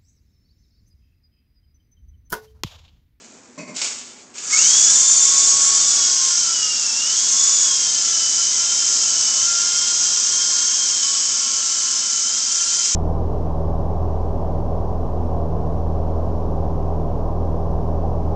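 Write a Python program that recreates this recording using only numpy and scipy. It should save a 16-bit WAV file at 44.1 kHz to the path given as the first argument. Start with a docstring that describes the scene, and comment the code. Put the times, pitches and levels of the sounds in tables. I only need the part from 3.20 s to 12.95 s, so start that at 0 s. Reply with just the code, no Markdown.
"""Toy helicopter lifting off in a living room

Two dull knocks and short throttle blips on the ground, then run-up, lift-off and a hover that drifts away.
Each motor whines on orders of its shaft; its pinion teeth hit a plastic gear as noise bursts,
which also buzz the airframe. Shaped noise makes the rotor wash and the still room; decaying noise, the echo."""
import sys
import numpy as np
from scipy import signal
from scipy.fft import rfft, irfft, next_fast_len
from scipy.io import wavfile
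from scipy.ndimage import uniform_filter1d, map_coordinates

SR = 44100
rng = np.random.default_rng(int(sys.argv[2]) if len(sys.argv) > 2 else 0)


def to_wav(s):
    """Save 16-bit WAV."""
    ch = np.atleast_2d(s).T  # columns
    pcm = np.round(np.clip(ch, -1, 1) * 32767)  # PCM
    wavfile.write(sys.argv[1], SR, pcm.astype(np.int16))


N = 429975


def amp(db):
    """Decibels to gain."""
    return 10 ** (np.asarray(db) / 20)


def unit(x):
    """Scale to rms 1."""
    return x / np.sqrt(np.mean(x ** 2) + 1e-20)


def along(points, hz):
    """Interpolate (Hz, value) points on a log frequency axis."""
    point_hz, value = np.transpose(points)
    return np.interp(np.log(hz + 1), np.log(point_hz + 1), value)


def curves(rows):
    """One value per sample for each column after the time."""
    time_s, *columns = np.transpose(rows)
    return [np.interp(np.arange(N) / SR, time_s, column) for column in columns]


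def wobble(rate_hz):
    """Smooth random curve with rate_hz knots a second."""
    knots = rng.standard_normal(int(N * rate_hz / SR) + 4)
    return map_coordinates(knots, [np.arange(N) * rate_hz / SR])


def age(start_s):
    """Seconds since a moment, zero before it."""
    return np.maximum(np.arange(N) / SR - start_s, 0)


def rise(start_s, time_constant_s):
    """Exponential approach from 0 to 1."""
    return 1 - np.exp(-age(start_s) / time_constant_s)


def burst(start_s, length_s, attack_s, fall_db_per_s):
    """Attack, hold and a steady fall in dB."""
    return rise(start_s, attack_s) * amp(-fall_db_per_s * age(start_s + length_s))


def filtered(x, response):
    """Apply a response of frequency, with padding against wrap-around."""
    size = next_fast_len(N + SR // 2)
    return irfft(rfft(x, size) * response(np.fft.rfftfreq(size, 1 / SR)), size)[:N]


def coloured(x, spectrum):
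    """x through a (Hz, dB) spectrum, at rms 1."""
    return unit(filtered(x, lambda hz: amp(along(spectrum, hz))))


def noise(spectrum):
    """Noise of rms 1 with the given spectrum."""
    return coloured(rng.standard_normal(N), spectrum)


# reverberation: pitch_hz, t60_s
ROOM_DECAY = [(200, 0.44), (2000, 0.31), (8000, 0.48)]


def in_room(x, wet_db):
    """Direct sound plus a decaying noise tail, redrawn every quarter second as for a moving source."""
    hop, length = SR // 4, SR // 2
    echo = np.zeros(N + 2 * SR)
    padded = np.pad(x, (hop, SR))
    # root-Hann: independent tails cross-fade at equal power
    window = np.sqrt(signal.get_window("hann", 2 * hop))
    for start in range(0, N + hop, hop):
        hz, t, z = signal.stft(rng.standard_normal(length), SR, nperseg=256)
        decay = amp(-60 * t / along(ROOM_DECAY, hz)[:, None])
        tail = signal.istft(z * decay, SR, nperseg=256)[1]
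        answer = signal.fftconvolve(padded[start:start + 2 * hop] * window, tail / np.linalg.norm(tail))
        echo[start:start + len(answer)] += answer
    return (x + amp(wet_db) * echo[hop:hop + N]) / np.hypot(1, amp(wet_db))


def tone(turns, multiple):
    """Sine of rms 1 on a multiple of the shaft speed, at a random phase."""
    return np.sqrt(2) * np.sin(2 * np.pi * (multiple * turns + rng.random()))


def rough_tone(turns, multiple, rough):
    """Line of rms about 1, its amplitude roughened by play in the gears."""
    return tone(turns, multiple) * unit(1 + rough * wobble(90))


# murmur of the still room: pitch_hz, relative level_db per Hz
ROOM_MURMUR = [(24, -68.5), (40, -33.5), (171, -20.5), (207, -16.5), (242, -7.5), (268, -10.5), (293, -16),
               (360, -14.5), (443, -16.5), (2500, -28.5), (3250, -64.5), (5500, -120)]
STILL_DB = -51


def still_room():
    """Shaped noise plus a faint mains hum on the fourth harmonic of 60 Hz."""
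    mains_turns = np.arange(N) / SR * 60
    hum = amp(-63 + 1.6 * wobble(3.5)) * tone(mains_turns, 4)
    return hum + amp(STILL_DB) * noise(ROOM_MURMUR)


# air off the blades: pitch_hz, relative level_db per Hz
WASH_SPECTRUM = [(12, -32.5), (20, -3.5), (91, -5), (124, -1), (208, -6.5), (245, -6.5), (287, -3.5),
                 (349, -2), (557, -3), (655, -0.5), (950, -3), (1240, -31), (2090, -120)]


def rotor_wash(wash_gain):
    """Blades stir the air: shaped noise with random level flutter."""
    return wash_gain * amp(0.98 * wobble(8.7)) * noise(WASH_SPECTRUM)


# knocks: start_s, relative level_db
KNOCK_TIMES = [(0.376, -19.5), (0.474, -24)]
# hollow body's resonances: pitch_hz, width_hz, level_db
HOLLOW_MODES = [(169, 43, -5), (265, 68, -0.5), (615, 30, -1.5), (1030, 53, -5), (2150, 91, -7),
                (2520, 99, -10), (4580, 300, -19), (5700, 400, -17.5), (7240, 300, -14.5)]


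def hollow_body(hz):
    """Sum of second-order resonances of alternating sign."""
    response = 0
    for k, (pitch_hz, width_hz, level_db) in enumerate(HOLLOW_MODES):
        damping = 1j * hz * width_hz
        response = response + (-1) ** k * amp(level_db) * damping / (pitch_hz ** 2 - hz ** 2 + damping)
    return response


def knocks():
    """Two dull knocks: short scuffing contacts through a hollow body's resonances."""
    t60_s, attack_s = 0.22, 0.0063
    contact = sum(amp(level_db - 5.0 - 60 * age(start_s) / t60_s) * rise(start_s, attack_s)
                  for start_s, level_db in KNOCK_TIMES)
    return contact * unit(filtered(rng.standard_normal(N), hollow_body))


# slack taken up: start_s, relative level_db
CLACK_TIMES = [(0.5626, -11), (0.615, -3), (0.6424, -6.5), (1.1393, -30), (1.1794, -15.5), (1.3024, -12),
               (1.376, -13)]
# unloaded gears, also in gear_rattle: pitch_hz, relative level_db per Hz
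UNLOADED_GEARS = [(70, -45.5), (250, -16), (1800, -17.5), (2300, -7.5), (2900, -7), (3500, -10),
                  (4100, -10), (4800, -5), (5700, -4), (6300, -5), (6800, -0.5), (7500, -4), (8200, -9),
                  (8900, -38), (10000, -57.5)]


def clacks():
    """Gears and loose blade hinges snap taut as the throttle opens: short noise decays."""
    t60_s, attack_s = 0.05, 0.0017
    snaps = sum(amp(level_db - 7.5 - 60 * age(start_s) / t60_s) * rise(start_s, attack_s)
                for start_s, level_db in CLACK_TIMES)
    return snaps * noise(UNLOADED_GEARS)


# both shafts on the ground, coasting and blipped: time_s, shaft_hz
GROUND_SPEED = [(0, 69.2), (.54, 50.28), (.66, 160.8), (1.12, 60), (1.18, 139.7)]
# speed asked of both motors in flight: time_s, shaft_hz
FLIGHT_THROTTLE = [(1.85, 380.8), (2.68, 385), (2.86, 366), (3.2, 346.6), (3.48, 314.6), (3.7, 298.3),
                   (3.86, 314.7), (3.98, 352.8), (4.2, 376), (4.4, 379), (4.55, 356), (4.95, 334.7),
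                   (5.55, 345.6), (6.1, 344.3), (6.9, 353.9), (7.9, 354.5), (9.0, 340.8), (9.75, 345.7)]
# upper motor up, lower down by as much: start_s, end_s, first_shift_hz, last_shift_hz
STEERING_SHIFTS = [(1.2, 2.662, 16, 15), (3.82, 4.471, 10, 11), (5.87, 6.22, -12, -13),
                   (7.8, 9.08, -16, -3), (9.089, 9.5, 13, -1)]
# upper gear catches on the way up: time_s, lost_shaft_hz
GEAR_SNAG = [(1.33, 0), (1.368, 34), (1.386, 0)]
STEER_S = .1  # smoothing of steering
HUNT_HZ, HUNTS_PER_S = 1.0, 7  # gyro's random nudges: depth, rate
UPPER_START_S, UPPER_SPIN_UP_S = 1.27, .122  # start, time constant
LOWER_START_S, LOWER_SPIN_UP_S = 1.35, .16  # breaks loose later


def motors():
    """Shaft speeds lag throttle and steering; the mean shortfall over throttle stands for torque."""
    t = np.arange(N) / SR
    throttle_hz, = curves(FLIGHT_THROTTLE)
    ground_hz, = curves(GROUND_SPEED)
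    snag_hz, = curves(GEAR_SNAG)
    steering_hz = sum(np.interp(t, [start_s, end_s], [first_hz, last_hz], left=0, right=0)
                      for start_s, end_s, first_hz, last_hz in STEERING_SHIFTS)
    steering_hz = uniform_filter1d(steering_hz, size=int(STEER_S * SR))
    shift_hz = steering_hz + HUNT_HZ * wobble(HUNTS_PER_S)
    upper_gap_hz = throttle_hz + shift_hz - ground_hz
    lower_gap_hz = throttle_hz - shift_hz - ground_hz
    upper_hz = ground_hz + upper_gap_hz * rise(UPPER_START_S, UPPER_SPIN_UP_S) - snag_hz
    lower_hz = ground_hz + lower_gap_hz * rise(LOWER_START_S, LOWER_SPIN_UP_S)
    torque = 1 - (upper_hz + lower_hz) / 2 / throttle_hz
    return upper_hz, lower_hz, torque


# ground throttle blips: start_s, length_s, rattle level_db, attack_s, coast_db_per_s
THROTTLE_BLIPS = [(-.1, 0.092, -45, .02, 22), (0.54, 0.097, -24, .04, 70), (.87, .06, -53.5, .03, 30.5),
                  (1.14, 0.055, -29.5, 0.028, 91), (1.23, 0.044, -23.5, 0.03, 149.5)]


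def blips():
    """Gear noise gain on the ground: each blip rises, holds and coasts down."""
    return sum(amp(level_db) * burst(start_s, length_s, attack_s, coast_db_per_s)
               for start_s, length_s, level_db, attack_s, coast_db_per_s in THROTTLE_BLIPS)


# level as the toy flies off: time_s, gears_db, wash_db
FLIGHT_LEVEL = [(1.55, 1, 0), (1.85, -0.6, -0.5), (2.4, -0.86, 2), (3.3, -3, -4.5), (4.9, -3, -2),
                (5.6, -3, -1), (6.5, -3.1, -2), (9.1, -5.5, -6.5), (9.7, -4, -5.5)]
HOVER_HZ = 350  # reference shaft speed
LIFT_S, LIFT_ATTACK_S = 1.295, 0.017  # full power reaches the gears
# gains before nearness, at hover speed; slope with speed; extra per unit torque
RATTLE_DB, RATTLE_DB_PER_OCTAVE, RATTLE_TORQUE_DB = -13.5, 8.5, 9.5
FRAME_DB, FRAME_DB_PER_OCTAVE, FRAME_TORQUE_DB = -37.5, 6.5, 12
WASH_DB, WASH_DB_PER_OCTAVE = -46, 9.5
BLIP_FRAME_DB, BLIP_WASH_DB = -18, -28.5  # re a blip's rattle gain


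def strengths(upper_hz, lower_hz, torque):
    """Gains of rattle, frame and wash rise with speed and nearness; the first two also with torque."""
    near_db, wash_near_db = curves(FLIGHT_LEVEL)
    octaves = np.log2((upper_hz + lower_hz) / 2 / HOVER_HZ)
    flying, ground = rise(LIFT_S, LIFT_ATTACK_S), blips()
    rattle_db = RATTLE_DB + near_db + RATTLE_DB_PER_OCTAVE * octaves + RATTLE_TORQUE_DB * torque
    frame_db = FRAME_DB + 0.59 * near_db + FRAME_DB_PER_OCTAVE * octaves + FRAME_TORQUE_DB * torque
    wash_db = WASH_DB + wash_near_db + WASH_DB_PER_OCTAVE * octaves
    rattle_gain = flying * amp(rattle_db) + ground
    frame_gain = flying * amp(frame_db) + amp(BLIP_FRAME_DB) * ground
    wash_gain = flying * amp(wash_db) + amp(BLIP_WASH_DB) * ground
    return rattle_gain, frame_gain, wash_gain


def shaft(hz, flutter, chatter):
    """Turns made by a shaft whose speed flutters with blade load and gear play."""
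    return np.cumsum(hz * (1 + flutter * wobble(45) + chatter * wobble(400))) / SR


PINION_TEETH, GEAR_RATIO = 9, 10.5  # ratio: motor turns per rotor turn


def tooth_hits(turns, scatter_db, wobble_db):
    """Each tooth lands as a tiny noise burst, harder once per turn of the eccentric main gear."""
    mesh = turns * PINION_TEETH
    tooth_gain = amp(scatter_db * rng.uniform(-1, 1, int(mesh[-1]) + 1))
    load = amp(wobble_db * np.sin(2 * np.pi * turns / GEAR_RATIO))
    decay = np.exp(-2 * (mesh % 1))
    return unit(tooth_gain[mesh.astype(int)] * load * decay * rng.standard_normal(N))


# airframe buzz: pitch_hz, relative level_db per Hz
FRAME_SPECTRUM = [(700, -16.5), (1000, -0.5), (1250, 0.5), (1400, 7), (1520, 0.5), (1660, 5), (1850, -1.5),
                  (2220, 0), (2600, -2.5), (3100, -2.5), (3600, -1), (4300, -4), (6000, -32.5)]


def airframe_buzz(hits, frame_gain):
    """Tooth hits shake the airframe, which colours them."""
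    return frame_gain * coloured(hits, FRAME_SPECTRUM)


# gears under full load: pitch_hz, relative level_db per Hz
CLIMB_GEARS = [(1940, -45.5), (3300, -26), (3720, -22), (4110, -23.5), (4590, -9.5), (5050, -8.5),
               (5700, -0.5), (6830, 2), (7330, 1), (8550, -15.5), (8870, -29), (11500, -56.5),
               (19500, -120)]
# gears in hover: pitch_hz, relative level_db per Hz
HOVER_GEARS = [(1940, -50), (3300, -14.5), (3500, -19.5), (3960, -16), (4520, -10), (5100, -1.5), (5790, 0),
               (6270, 0.5), (6780, -0.5), (7420, -3.5), (8060, -10), (8870, -30.5), (11500, -78.5),
               (19500, -120)]


def gear_rattle(hits):
    """Tooth hits change colour from unloaded to climbing to hovering."""
    flying, = curves([(1.15, 0.28), (1.3, 0.97)])
    hovering, = curves([(2, 0.026), (3, 0.73)])
    aloft = (1 - hovering) * coloured(hits, CLIMB_GEARS) + hovering * coloured(hits, HOVER_GEARS)
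    return amp(-1.36) * (flying * aloft + (1 - flying) * coloured(hits, UNLOADED_GEARS))


# airframe's answer to the three-pole tone: pitch_hz, level_db
THREE_POLE_RESPONSE = [(840, -54.5), (900, -44.5), (950, -53.5), (1022, -54), (1058, -42.5), (1104, -39.5),
                       (1160, -49.5), (1200, -55)]


def three_pole_tone(hz, turns):
    """Third shaft order swells as it passes the airframe's resonances."""
    _, wash_near_db = curves(FLIGHT_LEVEL)
    return amp(along(THREE_POLE_RESPONSE, 3 * hz) + .8 * wash_near_db) * rough_tone(turns, 3, rough=.25)


# canopy resonance: pitch_hz, level_db
CANOPY = [(1150, -18.5), (1320, 0.5), (1390, -0.5), (1450, -6.5), (1560, -17.5)]
FOURTH_DB, FOURTH_FADE_DB, FOURTH_DB_PER_HZ = -45, 1.4, 0.1  # base, random fading, loss as speeds part


def canopy_tone(upper_hz, lower_hz, upper, lower):
    """Fourth order of both shafts rings the canopy."""
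    level_db = FOURTH_DB + FOURTH_FADE_DB * wobble(4) - FOURTH_DB_PER_HZ * np.abs(upper_hz - lower_hz)
    return amp(level_db) * coloured(tone(upper, 4) + tone(lower, 4), CANOPY)


# upper shaft orders: multiple, relative level_db
UPPER_SHAFT_ORDERS = [(5, -39.5), (6, -39), (7, -36), (8, -31), (10, -29.5), (11, -28), (12, -28),
                      (13, -28.5), (14, -25), (15, -21.5), (16, -20), (17, -22.5), (18, -19.5)]
# lower shaft orders: multiple, relative level_db
LOWER_SHAFT_ORDERS = [(6, -36), (8, -36.5), (9, -30), (12, -28.5), (15, -21), (18, -11), (21, -15.5)]
ORDERS_DB_PER_OCTAVE = 23  # loss below hover speed


def shaft_orders(hz, turns, table, rough):
    """Stack of rough shaft orders, standing out more as the motor nears hover speed."""
    speed_gain = amp(ORDERS_DB_PER_OCTAVE * np.minimum(np.log2(hz / HOVER_HZ), 0))
    return speed_gain * sum(amp(level_db) * rough_tone(turns, round(multiple), rough)
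                            for multiple, level_db in table)


# how the gears radiate the mesh octave: pitch_hz, level_db
OCTAVE_RADIATION = [(4600, -20.5), (5600, -6.5), (6400, 1), (7000, 0.5), (7700, -5)]
MESH_DB, MESH_GLIDE_DB, MESH_FADE_DB = -34.5, 4.5, 1.5  # base, extra while speed changes, random fading
GLIDE_HZ_PER_S = 300  # speed change giving all of that extra
SNAG_DB = 7  # squeal while the gear catches
BREAKAWAY_DB, BREAKAWAY_S, BREAKAWAY_DB_PER_S = -31, .035, 110  # level, hold, fall
BLIP_GROWL_DB = -25  # re a blip's rattle gain
OCTAVE_DB = -7  # re rattle gain, before radiation


def mesh_whine(upper_hz, upper, lower, rattle_gain):
    """Tooth-mesh tones: steady upper whine, lower growl breaking loose, upper octave under strain."""
    near_db, _ = curves(FLIGHT_LEVEL)
    speeding_up_hz_per_s = uniform_filter1d(np.gradient(upper_hz) * SR, size=SR // 20)
    # eccentric main gear spreads the tone into close sidebands
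    rocking = 0.01 * tone(upper, 1 / GEAR_RATIO) * (1 + .5 * wobble(6))
    glide = np.minimum(np.abs(speeding_up_hz_per_s) / GLIDE_HZ_PER_S, 1)
    mesh_db = MESH_DB + MESH_GLIDE_DB * glide + MESH_FADE_DB * wobble(7) + 0.44 * near_db
    mesh_db += SNAG_DB * burst(GEAR_SNAG[0][0], 0.033, .004, 900)
    whine = rise(LIFT_S + .016, .012) * amp(mesh_db) * rough_tone(upper + rocking, PINION_TEETH, rough=0.41)

    breakaway = amp(BREAKAWAY_DB) * burst(LIFT_S, BREAKAWAY_S, LIFT_ATTACK_S, BREAKAWAY_DB_PER_S)
    growl_gain = breakaway + amp(BLIP_GROWL_DB) * blips()
    growl = growl_gain * rough_tone(lower, PINION_TEETH, rough=2.0)

    # near full throttle or speeding up, the teeth press hard
    strain = np.clip(np.maximum((upper_hz - 365) / 20, speeding_up_hz_per_s / 280), 0, 1)
    octave_gain = amp(OCTAVE_DB + along(OCTAVE_RADIATION, 2 * PINION_TEETH * upper_hz))
    octave = octave_gain * rough_tone(upper, 2 * PINION_TEETH, rough=0.59)
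    return whine + growl + rise(UPPER_START_S, 0.071) * strain * rattle_gain * octave


def helicopter(upper_hz, lower_hz, rattle_gain, frame_gain):
    """Two motors drive the whine, the gear rattle and the airframe buzz, all sounding in the room."""
    upper = shaft(upper_hz, flutter=.002, chatter=.004)
    lower = shaft(lower_hz, flutter=.004, chatter=.005)
    # unequal speeds make the pole tones beat
    low_tones = three_pole_tone(lower_hz, lower) + amp(-10.5) * three_pole_tone(upper_hz, upper)
    low_tones += canopy_tone(upper_hz, lower_hz, upper, lower)
    overtones = shaft_orders(upper_hz, upper, UPPER_SHAFT_ORDERS, rough=0.77)
    overtones += shaft_orders(lower_hz, lower, LOWER_SHAFT_ORDERS, rough=.6)
    whine = mesh_whine(upper_hz, upper, lower, rattle_gain) + rise(LOWER_START_S, 0.16) * low_tones
    whine += rattle_gain * amp(-0.5) * overtones
    hits = sum(tooth_hits(turns, scatter_db=4.5, wobble_db=1.0) for turns in (upper, lower))
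    clatter = rattle_gain * gear_rattle(hits) + airframe_buzz(hits, frame_gain)
    return in_room(whine, wet_db=-2.5) + in_room(clatter, wet_db=-4.5)


def scene():
    """Still room, rotor wash, knocks, clacks and helicopter on one channel."""
    upper_hz, lower_hz, torque = motors()
    rattle_gain, frame_gain, wash_gain = strengths(upper_hz, lower_hz, torque)
    background = still_room() + rotor_wash(wash_gain)
    impacts = in_room(knocks() + clacks(), wet_db=0.5)
    return (background + impacts + helicopter(upper_hz, lower_hz, rattle_gain, frame_gain))[None]


TOP_HZ = 9000  # band limit


def record(dry):
    """Peaks round off towards 0.8, then a steep low-pass cuts the top."""
    rounded = dry[0] / (1 + np.abs(dry[0] / .8) ** 6) ** (1 / 6)
    return filtered(rounded, lambda hz: 1 / np.hypot(1, (hz / TOP_HZ) ** 80))[None]


dry = scene()
out = record(dry)
to_wav(out)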